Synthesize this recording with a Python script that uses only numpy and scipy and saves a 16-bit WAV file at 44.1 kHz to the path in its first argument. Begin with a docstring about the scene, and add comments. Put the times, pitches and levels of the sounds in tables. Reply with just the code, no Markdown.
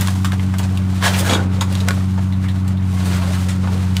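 """In a garden, a diesel excavator pulls a wooden house apart.
Boards fracture in bursts of clicks coloured by the wood's resonances, and a piece of roof gives way
with a crash and two thuds. A loose plank and a nailed joint ring at their modes, a slat clatters and
debris slides down. Nearby walls reflect these sounds, over the periodic drone of the engine's firing."""
import sys
import numpy as np
from scipy import signal
from scipy.fft import rfft, irfft
from scipy.io import wavfile
from scipy.ndimage import uniform_filter1d, minimum_filter1d

SR = 44100
rng = np.random.default_rng(int(sys.argv[2]) if len(sys.argv) > 2 else 0)


def file_out(sig):
    """Save sig as 16-bit WAV at sys.argv[1]."""
    # one column per channel
    cols = np.atleast_2d(sig).T
    # limit, then scale
    lim = np.clip(cols, -1, 1)
    pcm = np.round(lim * 32767).astype(np.int16)
    wavfile.write(sys.argv[1], SR, pcm)


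N = 176400
TIME = np.arange(N) / SR

# flow of sliding debris: time_s, level_db, tilt_db_per_octave
DEBRIS_FLOW = [(0, -30.5, 0.5), (.2, -40, 1.5), (.48, -42.5, 0), (.7, -40.5, -0.5), (.85, -41.5, 0),
               (.98, -36, 0), (1.2, -28, -1), (1.48, -39.5, -2.5), (1.78, -33, -.5), (2.15, -43.5, 0.5),
               (2.39, -46, -0.5), (2.56, -41.5, -0.5), (2.79, -42.5, -2.5), (2.93, -37.5, 1),
               (3.1, -32, -1.5), (3.42, -35.5, 1), (3.58, -39.5, -1), (4, -36, -.5)]


def cracks():
    """Brittle fracture: a snap and a dying shower of splinters excite each board's resonances."""
    # start_s, level_db, ring_hz, tilt_db_per_octave, decay_s
    fractures = [(.010, -21.5, 1320, 8.5, 0.01), (.018, -22.5, 750, -0.5, 0.013),
                 (0.0725, -23, 1110, 3.5, 0.0044), (.083, -24, 1160, -1.5, 0.0071),
                 (.153, -29.5, 900, -0.5, 0.017), (0.2456, -18.5, 1270, 0.5, 0.017),
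                 (.320, -26, 1800, -0.5, .006), (.331, -25, 790, -1.5, .013), (0.3956, -31, 2530, -5, .007),
                 (.539, -26.5, 1480, -4, 0.013), (0.584, -24.5, 2830, 6, 0.014),
                 (.594, -24.5, 910, -3, 0.015), (.631, -24.5, 760, -0.5, 0.021),
                 (.774, -30, 2840, 1, 0.0084), (1.025, -21, 1150, -2.5, 0.0098),
                 (1.036, -15, 1700, -.5, 0.04), (1.135, -21, 2500, -3, 0.033), (1.186, -27, 8900, 0, 0.017),
                 (1.335, -20, 3700, 0, 0.009), (1.611, -16.5, 935, -0.1, .016),
                 (1.726, -32, 3040, 4, 0.006), (1.752, -26, 3880, 0, .0051), (1.804, -30, 3830, -1, 0.012),
                 (1.874, -20.5, 420, -3.5, 0.022), (1.8852, -14.5, 1450, 0.5, 0.0043),
                 (1.907, -22, 1480, -1, 0.008), (1.974, -23.5, 627, -11, 0.004),
                 (2.178, -25, 800, -5, 0.015), (2.433, -31.5, 2030, -6, 0.038),
                 (2.679, -32.5, 890, 3, 0.01), (3.042, -27.5, 980, 2, 0.063), (3.130, -25, 1210, 0.5, 0.05),
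                 (3.215, -27, 1010, -1.5, 0.028), (3.306, -30, 705, -5, .012),
                 (3.356, -29.5, 1390, -3, 0.035), (3.486, -23, 7300, -2, 0.021),
                 (3.633, -27, 940, -3.5, 0.027), (3.674, -27, 950, -4, 0.012),
                 (3.9673, -18, 3600, -0.5, 0.0046)]
    snap_s, clean_break_s = 0.00074, 0.009
    ring_db, ring_octaves = 7.5, 0.32
    out, t = np.zeros(N), np.arange(SR // 4) / SR
    for start_s, level_db, ring_hz, tilt, decay_s in fractures:
        envelope = np.exp(-t / decay_s) * (1 - np.exp(-t / (0.15 * decay_s)))
        shower = clicks(len(t), per_s=7000, spread_db=2) * envelope
        snap = np.sign(rng.standard_normal(len(t))) * t / snap_s * np.exp(1 - t / snap_s)
        drive = shower + amp(5.5) * min(clean_break_s / decay_s, 1) * snap  # slow breaks start softer
        board = board_resonances()
        low_hz = min(0.62 * ring_hz, 1800)  # the board radiates little below this
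        ring = lambda f: ring_db / (1 + (np.log2((f + 1) / ring_hz) / ring_octaves) ** 2)
        bass_loss = lambda f: 10 * np.log10(1 + (low_hz / (f + 20)) ** 3)
        crack = colour(drive, lambda f: timber(f, tilt) + board(f) + ring(f) - bass_loss(f))
        add(out, start_s, amp(level_db) * crack)
    return out


def roof_crash():
    """Fibres tear in quick swells; a board radiates above its lowest mode, so long ones sound deeper."""
    # peak_s, level_db, rise_s, fall_s, tilt_db_per_octave, lowest_mode_hz
    swells = [(1.062, -15.5, 0.023, .026, -1, 610), (1.148, -28, 0.029, 0.042, 0, 300),
              (1.2, -22, 0.019, 0.012, 5.5, 300), (1.27, -26.5, 0.021, 0.015, 1.5, 394),
              (1.317, -17.5, 0.027, 0.034, -2.1, 198), (1.385, -26.5, 0.022, 0.038, -6, 205)]
    out = np.zeros(N)
    for peak_s, level_db, rise_s, fall_s, tilt, low_hz in swells:
        width_s = np.where(TIME < peak_s, rise_s, fall_s)
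        swell = np.exp(-0.5 * ((TIME - peak_s) / width_s) ** 2)
        board = board_resonances()
        tearing = swell * clicks(N, per_s=6500, spread_db=1)
        bass_loss = lambda f: 10 * np.log10(1 + (low_hz / np.maximum(f, 100)) ** 8)
        out += amp(level_db) * colour(tearing, lambda f: timber(f, tilt) + board(f) - bass_loss(f))
    return out


def thuds():
    """Damped impact: heavy timber lands with a short burst of low-frequency noise."""
    # start_s, level_db
    landings = [(1.287, -17.5), (1.314, -19.5)]
    centre_hz, rise_s, decay_s = 204, 0.011, 0.048
    band_db = lambda f: -20 * np.log10(1 + 0.3 * np.log2((f + 20) / centre_hz) ** 4)
    out, t = np.zeros(N), np.arange(SR // 2) / SR
    for start_s, level_db in landings:
        blow = rng.standard_normal(len(t)) * np.minimum(t / rise_s, 1) * np.exp(-t / decay_s)
        add(out, start_s, amp(level_db) * colour(blow, band_db))
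    return out


def loose_plank():
    """Free vibration: a knocked plank rings at three closely spaced modes."""
    modes = [(1460, -3.5, 0.1), (1518, -7.5, 0.11), (1640, -7, 0.084)]  # pitch_hz, level_db, t60_s
    knocks = [(1.248, -22), (1.262, -16.5), (1.354, -18), (1.393, -20), (1.888, -19), (1.908, -26)]  # start_s, level_db
    return ringing(modes, knocks)


def nailed_joint():
    """Free vibration: a struck joint pings at high, quickly damped modes."""
    modes = [(3410, -1.5, 0.033), (3720, -7, .05), (6400, -23, 0.028), (6680, -5, 0.028)]  # pitch_hz, level_db, t60_s
    pings = [(1.297, -14), (1.334, -11.5), (1.347, -12), (1.610, -13.5)]  # start_s, level_db
    return ringing(modes, pings)


def slat():
    """Source and filter: three dry taps excite the resonances of a thin falling slat."""
    spectrum = [(1300, -21), (1950, 0), (2450, -12), (3200, -6), (4000, 1.5), (4450, -17), (12000, -25)]  # frequency_hz, gain_db
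    taps = [(2.324, -33.5), (2.485, -29), (2.771, -38.5)]  # start_s, level_db
    decay_s = 0.016
    drive, t = np.zeros(N), np.arange(SR // 4) / SR
    for start_s, level_db in taps:
        tap = clicks(len(t), per_s=6400, spread_db=1) * np.exp(-t / decay_s)
        add(drive, start_s, amp(level_db) * tap)
    return colour(drive, lambda f: read(spectrum, f))


def debris():
    """Granular flow: tiny impacts of chips and grit merge into noise that comes in clumps."""
    time_s, level_db, tilts = np.transpose(DEBRIS_FLOW)
    grains = clicks(N, per_s=3000, spread_db=0.5)
    grains *= amp(np.interp(TIME, time_s, level_db) + 2 * drift(hz=18))
    tilt = np.interp(TIME, time_s, tilts)
    out = np.zeros(N)
    for step in range(-6, 7, 2):  # crossfade between duller and brighter spectra
        weight = np.maximum(1 - abs(tilt - step) / 2, 0)
        out += weight * colour(grains, lambda f: timber(f, step))
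    return out


def offcuts():
    """Offcuts of random size collide in the debris; each rings with a short bar's inharmonic modes."""
    knocks_per_s, middle_hz, decay_cycles = 65, 951.4, 11
    out, t = np.zeros(N), np.arange(SR // 8) / SR
    time_s, level_db, _ = np.transpose(DEBRIS_FLOW)
    for when, smallness, softness in rng.random((round(knocks_per_s * N / SR), 3)):
        start_s = when * N / SR
        hz = middle_hz * 2.4 ** (2 * smallness - 1)
        knock = sum(np.sin(2 * np.pi * hz * ratio * t) * np.exp(-t * hz * ratio / decay_cycles) / ratio
                    for ratio in (1, 1.45, 2.76))
        knock_db = np.interp(start_s, time_s, level_db) + 5 - 12 * softness
        add(out, start_s, amp(knock_db) * knock)
    return out


def engine():
    """Periodic firing gives exhaust harmonics and pulsing noise; unequal cylinders add weak lines."""
    speed = [(0, 94.4), (1.3, 93.33), (1.7, 93.93), (2.8, 93.85), (3.2, 91.13), (3.7, 93.3), (4, 92.4)]  # time_s, firing_hz
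    exhaust_db = [-18, -22.5, -37.5, -48.5]  # level_db of firing harmonics 1 to 4
    weak_lines = [(40, -57), (110, -39), (145, -37.5), (200, -47.5), (300, -54.5), (480, -73.5),
                  (900, -60.5), (1600, -65.5)]  # frequency_hz, level_db
    noise_spectrum = [(24, -33), (55, 1.5), (110, 10), (220, 8), (330, 1.5), (480, -24), (900, -9.5),
                      (1400, -14), (2500, -14), (5000, -34), (9500, -42), (10600, -41), (15500, -40)]  # frequency_hz, gain_db
    cylinders, fan_hz, pulse_depth = 6, 117.9, 0.11
    firing_phase = 2 * np.pi * np.cumsum(np.interp(TIME, *np.transpose(speed))) / SR
    tones = -sum(amp(db + 0.41 * k * drift(hz=5.4)) * np.sin(k * firing_phase)
                 for k, db in enumerate(exhaust_db, 1))
    wander = [drift(hz=2.8) for _ in range(7)]
    for k in range(2, 100):  # harmonics of the full engine cycle, skipping the exhaust's own
        if k % cylinders or k > cylinders * len(exhaust_db):
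            order = k / cylinders
            scatter_db = min(order, 5) * rng.uniform(-1, 1)
            phase = order * firing_phase + 0.68 * wander[k % len(wander)] + 2 * np.pi * rng.random()
            tones += amp(read(weak_lines, speed[0][1] * order) + scatter_db) * np.cos(phase)
    tones += amp(-36) * np.cos(2 * np.pi * fan_hz * TIME + 0.5 * drift(hz=8.7))  # fan hum
    pulsing = rng.standard_normal(N) * (1 + pulse_depth * np.cos(firing_phase))
    clatter = unit(colour(pulsing, lambda f: read(noise_spectrum, f)))
    return np.sqrt(2) * tones + amp(-35.5 + 0.95 * drift(hz=2.4)) * clatter


def garden_echo(x):
    """Reverberation: walls, fence and trees scatter the sound, and the bass lingers longest."""
    decay_times = [(200, 0.84), (1500, 0.15), (5000, 0.19), (14000, 0.27)]  # frequency_hz, t60_s
    count, echoes_per_s, first_echo_s = SR // 2, 2000, 0.004
    echoes = rng.standard_normal(count) * (rng.random(count) < echoes_per_s / SR)
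    echoes *= np.arange(count) > first_echo_s * SR
    hz, t, bands = signal.stft(echoes, SR, nperseg=256)
    decay = amp(-60 * t / read(decay_times, hz)[:, None])
    tail = signal.istft(bands * decay, SR, nperseg=256)[1]
    return signal.fftconvolve(x, tail / np.linalg.norm(tail))[:N]


def ringing(modes, blows):
    """Modal response: an impulse and brief contact chatter drive a sum of damped sinusoids."""
    chatter_s, detune = 0.008, 0.0038
    out, t = np.zeros(N), np.arange(SR // 3) / SR
    for start_s, level_db in blows:
        chatter = clicks(len(t), per_s=3000, spread_db=4.5) * np.exp(-t / chatter_s)
        drive = 0.5 * chatter / np.linalg.norm(chatter)
        drive[0] += 1
        ring = np.zeros(len(t))
        for hz, mode_db, t60_s in modes:
            hz *= 1 + detune * rng.standard_normal()
            ring += amp(mode_db - 60 * t / t60_s) * np.sin(2 * np.pi * hz * t)
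        add(out, start_s, amp(level_db) * signal.fftconvolve(drive, ring))
    return out


def timber(hz, tilt):
    """Spectral envelope of breaking wood in dB, tilted about 2 kHz in dB per octave."""
    spectrum = [(100, -9.5), (300, -1), (1300, -0.5), (2300, -4), (3800, -5), (5200, -8.5), (9000, -11),
                (10700, -16.5), (15500, -21.5)]  # frequency_hz, gain_db
    return read(spectrum, hz) + tilt * np.log2(np.maximum(hz, 300) / 2000)


def board_resonances():
    """Each board has its own irregular modes: returns a random response, dB against frequency."""
    points = np.c_[np.geomspace(250, 14000, 90), 2.3 * rng.standard_normal(90)]
    return lambda hz: read(points, hz)


def clicks(count, per_s, spread_db):
    """Shot noise of unit rms: random impulses, many small and a few large."""
    size = amp(spread_db * np.minimum(rng.exponential(1, count), 4))
    return unit(size * rng.choice([-1, 1], count) * (rng.random(count) < per_s / SR))


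def colour(x, db_at):
    """Minimum-phase filter of unit energy with the given spectral shape."""
    size = 4096
    log_gain = np.log(amp(db_at(abs(np.fft.fftfreq(size, 1 / SR)))))
    response = np.exp(np.conj(signal.hilbert(log_gain)))
    taps = np.fft.ifft(response).real[:size // 2]
    return signal.fftconvolve(x, taps / np.linalg.norm(taps))[:len(x)]


def drift(hz):
    """Low-pass noise of unit rms: slow random motion up to about the given rate."""
    f = np.fft.rfftfreq(N, 1 / SR)
    low_pass = np.exp(-np.minimum(f / hz, 20) ** 2)
    return unit(irfft(rfft(rng.standard_normal(N)) * low_pass, N))


def read(points, hz):
    """Interpolates a curve on a log-frequency axis."""
    f, value = np.transpose(points)
    return np.interp(np.log(hz + 1), np.log(f), value)


def add(mix, start_s, sound):
    """Superposes a sound on the mix at a given time."""
    part = mix[max(round(start_s * SR), 0):][:len(sound)]
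    part += sound[:len(part)]


def amp(db):
    """Decibels to amplitude ratio."""
    return 10 ** (np.asarray(db) / 20)


def unit(x):
    """Scales to an rms of one."""
    return x / np.sqrt(np.mean(x ** 2) + 1e-20)


def scene():
    """Superposition of the breaking house, its echo and the engine, in mono."""
    house = cracks() + roof_crash() + thuds() + debris() + offcuts()
    house += loose_plank() + nailed_joint() + slat()
    return (house + amp(-10.5) * garden_echo(house) + engine())[None]


def record(dry):
    """Peak limiting holds the loudest cracks down; a low-pass filter then limits the band."""
    ceiling, cutoff_hz = 0.7, 15600
    gain = np.minimum(ceiling / (abs(dry) + 1e-9), 1)
    limited = dry * uniform_filter1d(minimum_filter1d(gain, size=180), size=180)
    low_pass = signal.firwin(511, cutoff_hz, window=("kaiser", 9), fs=SR)
    return signal.oaconvolve(limited, low_pass[None], "same")


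dry = scene()
out = record(dry)
file_out(out)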